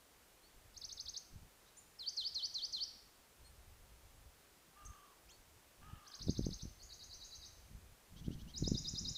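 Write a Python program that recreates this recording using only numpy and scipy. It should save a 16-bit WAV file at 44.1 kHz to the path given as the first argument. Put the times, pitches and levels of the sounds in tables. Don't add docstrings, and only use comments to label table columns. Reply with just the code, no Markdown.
import sys
import numpy as np
from scipy import signal
from scipy.fft import rfft, irfft
from scipy.io import wavfile
from scipy.ndimage import uniform_filter1d, map_coordinates

SR = 44100
rng = np.random.default_rng(int(sys.argv[2]) if len(sys.argv) > 2 else 0)


def generate_wav(signal):
    frames = np.transpose(np.atleast_2d(signal))
    scaled = np.clip(frames, -1, 1) * 32767
    pcm = np.round(scaled).astype(np.int16)
    wavfile.write(sys.argv[1], SR, pcm)


N = 404397
TIME = np.arange(N) / SR


def undb(db):
    return 10 ** (np.asarray(db) / 20)


def unit(x):
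    return x / np.std(x)


def noise(spectrum):
    hz, db = np.transpose(spectrum)
    bins = np.fft.rfftfreq(N, 1 / SR) + 1
    eq = undb(np.interp(np.log(bins), np.log(hz), db))
    return unit(irfft(rfft(rng.standard_normal(N)) * eq, N))


def wander(size, rate_hz):
    steps = np.arange(size) * rate_hz / SR
    return map_coordinates(rng.standard_normal(int(steps[-1]) + 2), [steps], order=2, mode="nearest")


def add(track, start_s, sound):
    i = int(np.clip(start_s * SR, 0, N))
    track[i:i + len(sound)] += sound[:N - i]


def phase_of(hz):
    return 2 * np.pi * np.cumsum(hz) / SR


# f/Hz, relative level/dB
HISS_EQ = [(45, -10.5), (160, -7), (380, -3.5), (780, -6), (1500, -8.5), (3600, -12), (8000, -13.5),
           (15000, -16.5)]


def air(level_db=-68, band_hz=(500, 15000)):
    hiss = noise(HISS_EQ)
    bandpass = signal.butter(4, band_hz, "band", fs=SR, output="sos")
    return hiss / np.std(signal.sosfilt(bandpass, hiss)) * undb(level_db)


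# f/Hz, relative level/dB
RUMBLE_EQ = [(15, -9), (28, -0.5), (60, 1), (100, -5), (150, -16.5), (220, -33.5), (400, -57.5)]
EDDY_EQ = [(70, -1), (150, 4), (220, 1), (330, -10), (480, -25.5), (700, -33), (1100, -62)]
# t/s, hold/s, rumble level/dB, eddy level/dB (both before trim)
GUST_CUES = [(0.527, 0.59, -64.5, -90), (1.316, .12, -56.5, -66.5), (2.22, 0.82, -74.5, -86),
             (3.406, .92, -62.5, -79.5), (4.85, 0.056, -54.5, -66), (5.245, 0.36, -69, -80),
             (5.81, 0.16, -58, -62), (6.233, .03, -54, -52), (6.275, 0.031, -44, -41),
             (6.384, .13, -42, -48.5), (6.625, 0.084, -55, -60), (6.788, 0.86, -63, -79.5),
             (7.708, 0.059, -54, -58.5), (7.8, 0.125, -62, -73), (8.132, 0.46, -55, -56.5),
             (8.269, 0.11, -52, -46.5), (8.612, .13, -44.5, -43), (8.797, 0.16, -55.5, -55.5),
             (9.011, 0.091, -48, -49)]


def breeze(rumble_trim_db=-1, eddy_trim_db=-2, patchy_db=4, puff_db=3, puff_hz=9.8, puff_drift=0.199,
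           attack_s=0.019, release_s=0.028):
    rumble_gain, eddy_gain = undb(-76), undb(-80.5)
    for start, hold, rumble_db, eddy_db in GUST_CUES:
        rise = np.minimum(TIME - start, 0) / attack_s
        fall = np.maximum(TIME - start - hold, 0) / release_s
        gust = np.exp(rise - fall)
        rumble_gain = np.hypot(rumble_gain, undb(rumble_db) * gust)
        eddy_gain = np.hypot(eddy_gain, undb(eddy_db) * gust)
    puffs = np.sin(phase_of(puff_hz * (1 + puff_drift * wander(N, 7.1))))
    rumble = unit(noise(RUMBLE_EQ) * undb(puff_db * puffs))
    eddies = unit(noise(EDDY_EQ) * undb(patchy_db * wander(N, 70)))
    return rumble * rumble_gain * undb(rumble_trim_db) + eddies * eddy_gain * undb(eddy_trim_db)


# t/s, length/s, start f/Hz, middle f/Hz, end f/Hz, level/dB before trim,
# octave level/dB against the tone, pitch roughness/fraction
CHIP_CUES = [(.418, .08, 3950, 4430, 4480, -71, -25, 0), (1.763, .038, 8000, 9550, 8100, -66, -40, 0),
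             (1.766, .036, 5600, 7200, 6400, -60, -40, 0), (3.438, .055, 4150, 4290, 4260, -69, -4, 0),
             (4.849, .013, 5000, 7000, 10000, -59, -30, .04),
             (4.859, .017, 6000, 6450, 6300, -55, -30, .035),
             (5.283, .046, 2250, 3150, 4350, -67.5, 2, .06), (5.305, .065, 4000, 4420, 4350, -69, -25, 0)]


def chips(trim_db=3):
    out = np.zeros(N)
    for start, length, start_hz, middle_hz, end_hz, db, octave_db, rough in CHIP_CUES:
        bend = np.polyfit([0, .5, 1], [start_hz, middle_hz, end_hz], 2)
        hz = np.polyval(bend, np.linspace(0, 1, int(length * SR)))
        phase = phase_of(hz * (1 + rough * wander(len(hz), 2700)))
        tone = np.sin(phase) + undb(octave_db) * np.sin(2 * phase)
        add(out, start, tone * undb(db + trim_db) * signal.windows.tukey(len(tone), .5))
    return out


# t/ms from the bottom of the slur, f/Hz, relative level/dB
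VEE_SLUR = [(-18, 5475, -17), (-12, 5050, -5), (-6, 3875, -8), (0, 3330, -18), (6, 3805, -11),
            (13, 4425, 0), (20, 5465, -3), (25, 6600, 1), (29, 6100, -11)]
SWOOP_SLUR = [(-67, 7050, -18), (-61, 5800, -8), (-55, 4795, -1), (-47, 4250, 0), (-30, 4085, -3),
              (-14, 3480, -7), (-5, 3150, -9.5), (3, 3100, -10.5), (9, 3400, -11), (20, 4370, -3),
              (36, 4560, 1), (45, 5150, -1), (51, 6350, -4), (55, 6400, -14)]
CUP_SLUR = [(-23, 4470, -5), (-16, 5020, -5), (-8, 4005, -3), (0, 3850, -3.5), (8, 4245, -2),
            (17, 4840, -2), (23, 5940, -5), (27, 6890, -1), (34, 5990, -3)]
STEP_SLUR = [(-17, 4495, -15), (-8, 3940, -5), (0, 3600, -8), (6, 4220, -9), (12, 4930, -8), (24, 4950, -1),
             (30, 5750, 0), (37, 7200, -10), (46, 6700, -17)]
# t/s, bottom f/Hz, closing flick's top f/Hz, level/dB before trim
VEE_CUES = [(0.756, 3350, 6570, -48), (0.829, 3350, 6330, -43), (0.9047, 3330, 6550, -45.5),
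            (0.9868, 3380, 6360, -42.5), (1.0723, 3200, 6580, -41.5), (1.1532, 3350, 6560, -42),
            (6.059, 3500, 6420, -53.5), (6.13, 3380, 6590, -49.5), (6.2066, 3350, 6380, -46),
            (6.284, 3400, 6490, -45), (6.3604, 3300, 6500, -47), (6.4376, 3400, 6440, -48.5),
            (6.5196, 3330, 6540, -47), (6.6029, 3330, 6420, -49)]
SWOOP_CUES = [(2.0479, 3115, 6420, -38.5), (2.2309, 3070, 5500, -39.5), (2.41, 3050, 6100, -39.5),
              (2.6058, 3084, 6100, -40), (2.79, 3050, 5820, -40)]
CUP_CUES = [(6.8082, 4190, 7020, -57.5), (6.914, 3820, 6850, -57.5), (7.015, 3810, 6720, -57.5),
            (7.119, 3880, 6400, -56.5), (7.2236, 3790, 6900, -57), (7.3301, 3880, 6630, -58),
            (7.4352, 3740, 6530, -58)]
STEP_CUES = [(8.551, 3700, 7150, -37.5), (8.6513, 3600, 7220, -40.5), (8.7565, 3540, 6910, -41),
             (8.8601, 3570, 7200, -40), (8.962, 3590, 7150, -39.5), (9.0629, 3650, 7160, -39),
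             (9.166, 3600, 7200, -39)]


def trill(slur, cues, trim_db, octave_db, waver=0.0063, flutter_db=1.5, body_hz=4800, pause_s=.5,
          octave_knee_hz=3700, octave_db_per_khz=-21):
    slur_ms, slur_hz, slur_db = np.transpose(slur)
    knots = slur_ms / 1000
    out, previous_s = np.zeros(N), -np.inf
    for cue_s, bottom_hz, top_hz, db in cues:
        opens_trill = cue_s - previous_s > pause_s
        previous_s = cue_s
        stretch = .94 if opens_trill else 1
        t = np.arange(knots[0], knots[-1], 1 / (SR * stretch))
        hz = np.interp(t, knots, slur_hz)
        level_db = db + np.interp(t, knots, slur_db) + flutter_db * wander(len(t), 180.7)
        if opens_trill:
            hz = np.where(t < 0, np.minimum(hz, 5300), hz)
            level_db += np.linspace(-12, 0, len(t))
        low, high = hz.min(), hz[t > 0].max()
        dip_shift = np.interp(hz, [low, body_hz], [bottom_hz - low, 0])
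        flick_shift = (t > 0) * np.interp(hz, [body_hz, high], [0, top_hz - high])
        hz = hz + dip_shift + flick_shift
        glide_hz = uniform_filter1d(hz, size=130, mode="nearest")
        phase = phase_of(glide_hz * (1 + waver * wander(len(t), 250)))
        above_khz = np.maximum(hz - octave_knee_hz, 0) / 1000
        tone = np.sin(phase) + undb(octave_db + octave_db_per_khz * above_khz) * np.sin(2 * phase)
        envelope = undb(level_db + trim_db) * signal.windows.tukey(len(t), .05)
        add(out, cue_s + knots[0] * stretch, tone * envelope)
    return out


# t/s, relative level/dB, eddy passing time/s
BUFFET_CUES = [(1.361, -46, 0.0024), (5.935, -43, 0.0021), (6.285, -32.5, 0.0007), (6.296, -22.5, 0.0011),
               (6.394, -26.5, 0.00091), (6.41, -36, 0.0011), (6.468, -28.5, 0.00084),
               (6.491, -36.5, 0.00087), (6.634, -39.5, 0.0017), (6.655, -40, 0.0011),
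               (8.283, -30.5, 0.0011), (8.307, -36, 0.0011), (8.626, -30.5, 0.00095), (8.678, -31, 0.00067),
               (8.719, -23.5, 0.0011), (8.756, -35, 0.0011), (8.939, -37.5, 0.0014)]


def buffets(core_size=0.56, core_db=-11, trim_db=3):
    out = np.zeros(N)
    t = np.arange(-SR // 100, SR // 100) / SR
    for cue_s, db, passing_s in BUFFET_CUES:
        u = t / passing_s
        eddy = u * np.exp(-u ** 2 / 2)
        core = u / core_size * np.exp(-(u / core_size) ** 2 / 2)
        add(out, cue_s + t[0], (eddy + undb(core_db) * core) * undb(db + trim_db))
    return out


# t/s, length/s, centre f/Hz, level/dB before trim
RASP_CUES = [(1.653, 0.051, 3850, -74), (8.156, 0.057, 3280, -65.5), (8.236, 0.042, 3100, -66),
             (8.303, 0.05, 3070, -65), (8.383, 0.047, 3090, -66), (8.468, 0.053, 3070, -65)]


def rasps(rough=0.032, hook_depth=0.105, hiss_db=-3, trim_db=1):
    out = np.zeros(N)
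    hiss = noise([(2600, -40), (3300, -4), (4400, -5), (5300, -7), (6200, -3), (7200, -37)])
    for start, length, centre_hz, db in RASP_CUES:
        u = np.linspace(0, 1, int(length * SR))
        hook = 1 + hook_depth * np.interp(u, [0, .75, 1], [-1, .6, -1])
        hz = centre_hz * hook * (1 + rough * wander(len(u), 912))
        i = int(start * SR)
        voice = np.sin(phase_of(hz)) + undb(hiss_db) * np.sqrt(2 * u) * hiss[i:i + len(u)]
        add(out, start, voice * undb(db + trim_db) * signal.windows.tukey(len(u), .5))
    return out


# f/Hz, relative level/dB
THROAT_EQ = [(400, -30), (820, -10), (1200, 1.5), (1650, -9), (2100, -40), (2750, -7.5), (3200, -22)]
# t/s, length/s, start f/Hz, top f/Hz, end f/Hz, level/dB before trim, hoarse harmonics/dB
CRY_CUES = [(4.752, .4, 388, 402, 368, -64.5, -4), (5.808, .41, 370, 416, 364, -66, 2)]


def cries(fade_db=-5, beak_lift=.25, rough=.045, hoarse=.9, rattle_hz=55, trim_db=2.5):
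    out = np.zeros(N)
    throat_hz, throat_db = np.transpose(THROAT_EQ)
    harmonic = np.arange(1, 9)[:, None]
    for start, length, start_hz, top_hz, end_hz, db, hoarse_db in CRY_CUES:
        u = np.linspace(0, 1, int(length * SR))
        hz = np.interp(u, [0, .1, .35, 1], [start_hz, top_hz, top_hz, end_hz])
        phase = phase_of(hz * (1 + rough * (.5 + u) * wander(len(u), 400)))
        lift = 1 + beak_lift * (u - .25) * (harmonic > 5)
        throat = undb(np.interp(harmonic * hz / lift, throat_hz, throat_db))
        pulses = (1 + np.sin(phase_of(np.full(len(u), rattle_hz)))) / 2
        rattle = pulses * (1 + hoarse * wander(len(u), 350))
        gains = throat * np.where(harmonic == 3, 1, undb(hoarse_db) * rattle)
        voice = np.sum(gains * np.sin(harmonic * phase), axis=0)
        envelope = undb(db + trim_db + fade_db * u ** 2) * signal.windows.tukey(len(u), .1)
        add(out, start, voice * envelope)
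    return out


def trees(x, tail_db, t60_s, near_db, build_s=0.0046, near_s=0.013, patchy_db=2):
    t = TIME[:SR]
    near, tail = rng.standard_normal((2, SR))
    near *= np.exp(-t / near_s) * (1 - np.exp(-t / 0.002))
    tail *= np.exp(-np.log(1000) * t / t60_s) * (1 - np.exp(-t / build_s))
    tail *= undb(patchy_db * wander(SR, 150))
    tail = np.diff(tail / np.linalg.norm(tail), prepend=0)
    response = undb(near_db) * near / np.linalg.norm(near) + undb(tail_db) * tail
    return x + signal.fftconvolve(x, response)[:N]


def scene(deeper_s=4):
    vee = trill(VEE_SLUR, VEE_CUES, trim_db=1.5, octave_db=-36)
    birds = trees(vee * (TIME < deeper_s), tail_db=-8.5, t60_s=0.56, near_db=-9)
    birds += trees(vee * (TIME >= deeper_s), tail_db=-2.5, t60_s=0.67, near_db=-6)
    swoop = trill(SWOOP_SLUR, SWOOP_CUES, trim_db=3, octave_db=-27)
    birds += trees(swoop, tail_db=-5.5, t60_s=0.67, near_db=-13)
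    cup = trill(CUP_SLUR, CUP_CUES, trim_db=4.5, octave_db=-38)
    birds += trees(cup, tail_db=2, t60_s=0.9, near_db=-2.5)
    step = trill(STEP_SLUR, STEP_CUES, trim_db=2.5, octave_db=-38)
    birds += trees(step, tail_db=-2.5, t60_s=0.77, near_db=-10)
    birds += trees(chips() + rasps(), tail_db=-6, t60_s=.6, near_db=-17)
    birds += trees(cries(), tail_db=7, t60_s=.5, near_db=-16)
    mid = birds + breeze() + buffets() + air()
    side = undb(-100) * rng.standard_normal(N)
    return np.array([mid + side, mid - side])


def record(dry, cutoff_hz=15550):
    return signal.sosfilt(signal.ellip(12, .1, 70, cutoff_hz, fs=SR, output="sos"), dry)


dry = scene()
out = record(dry)
generate_wav(out)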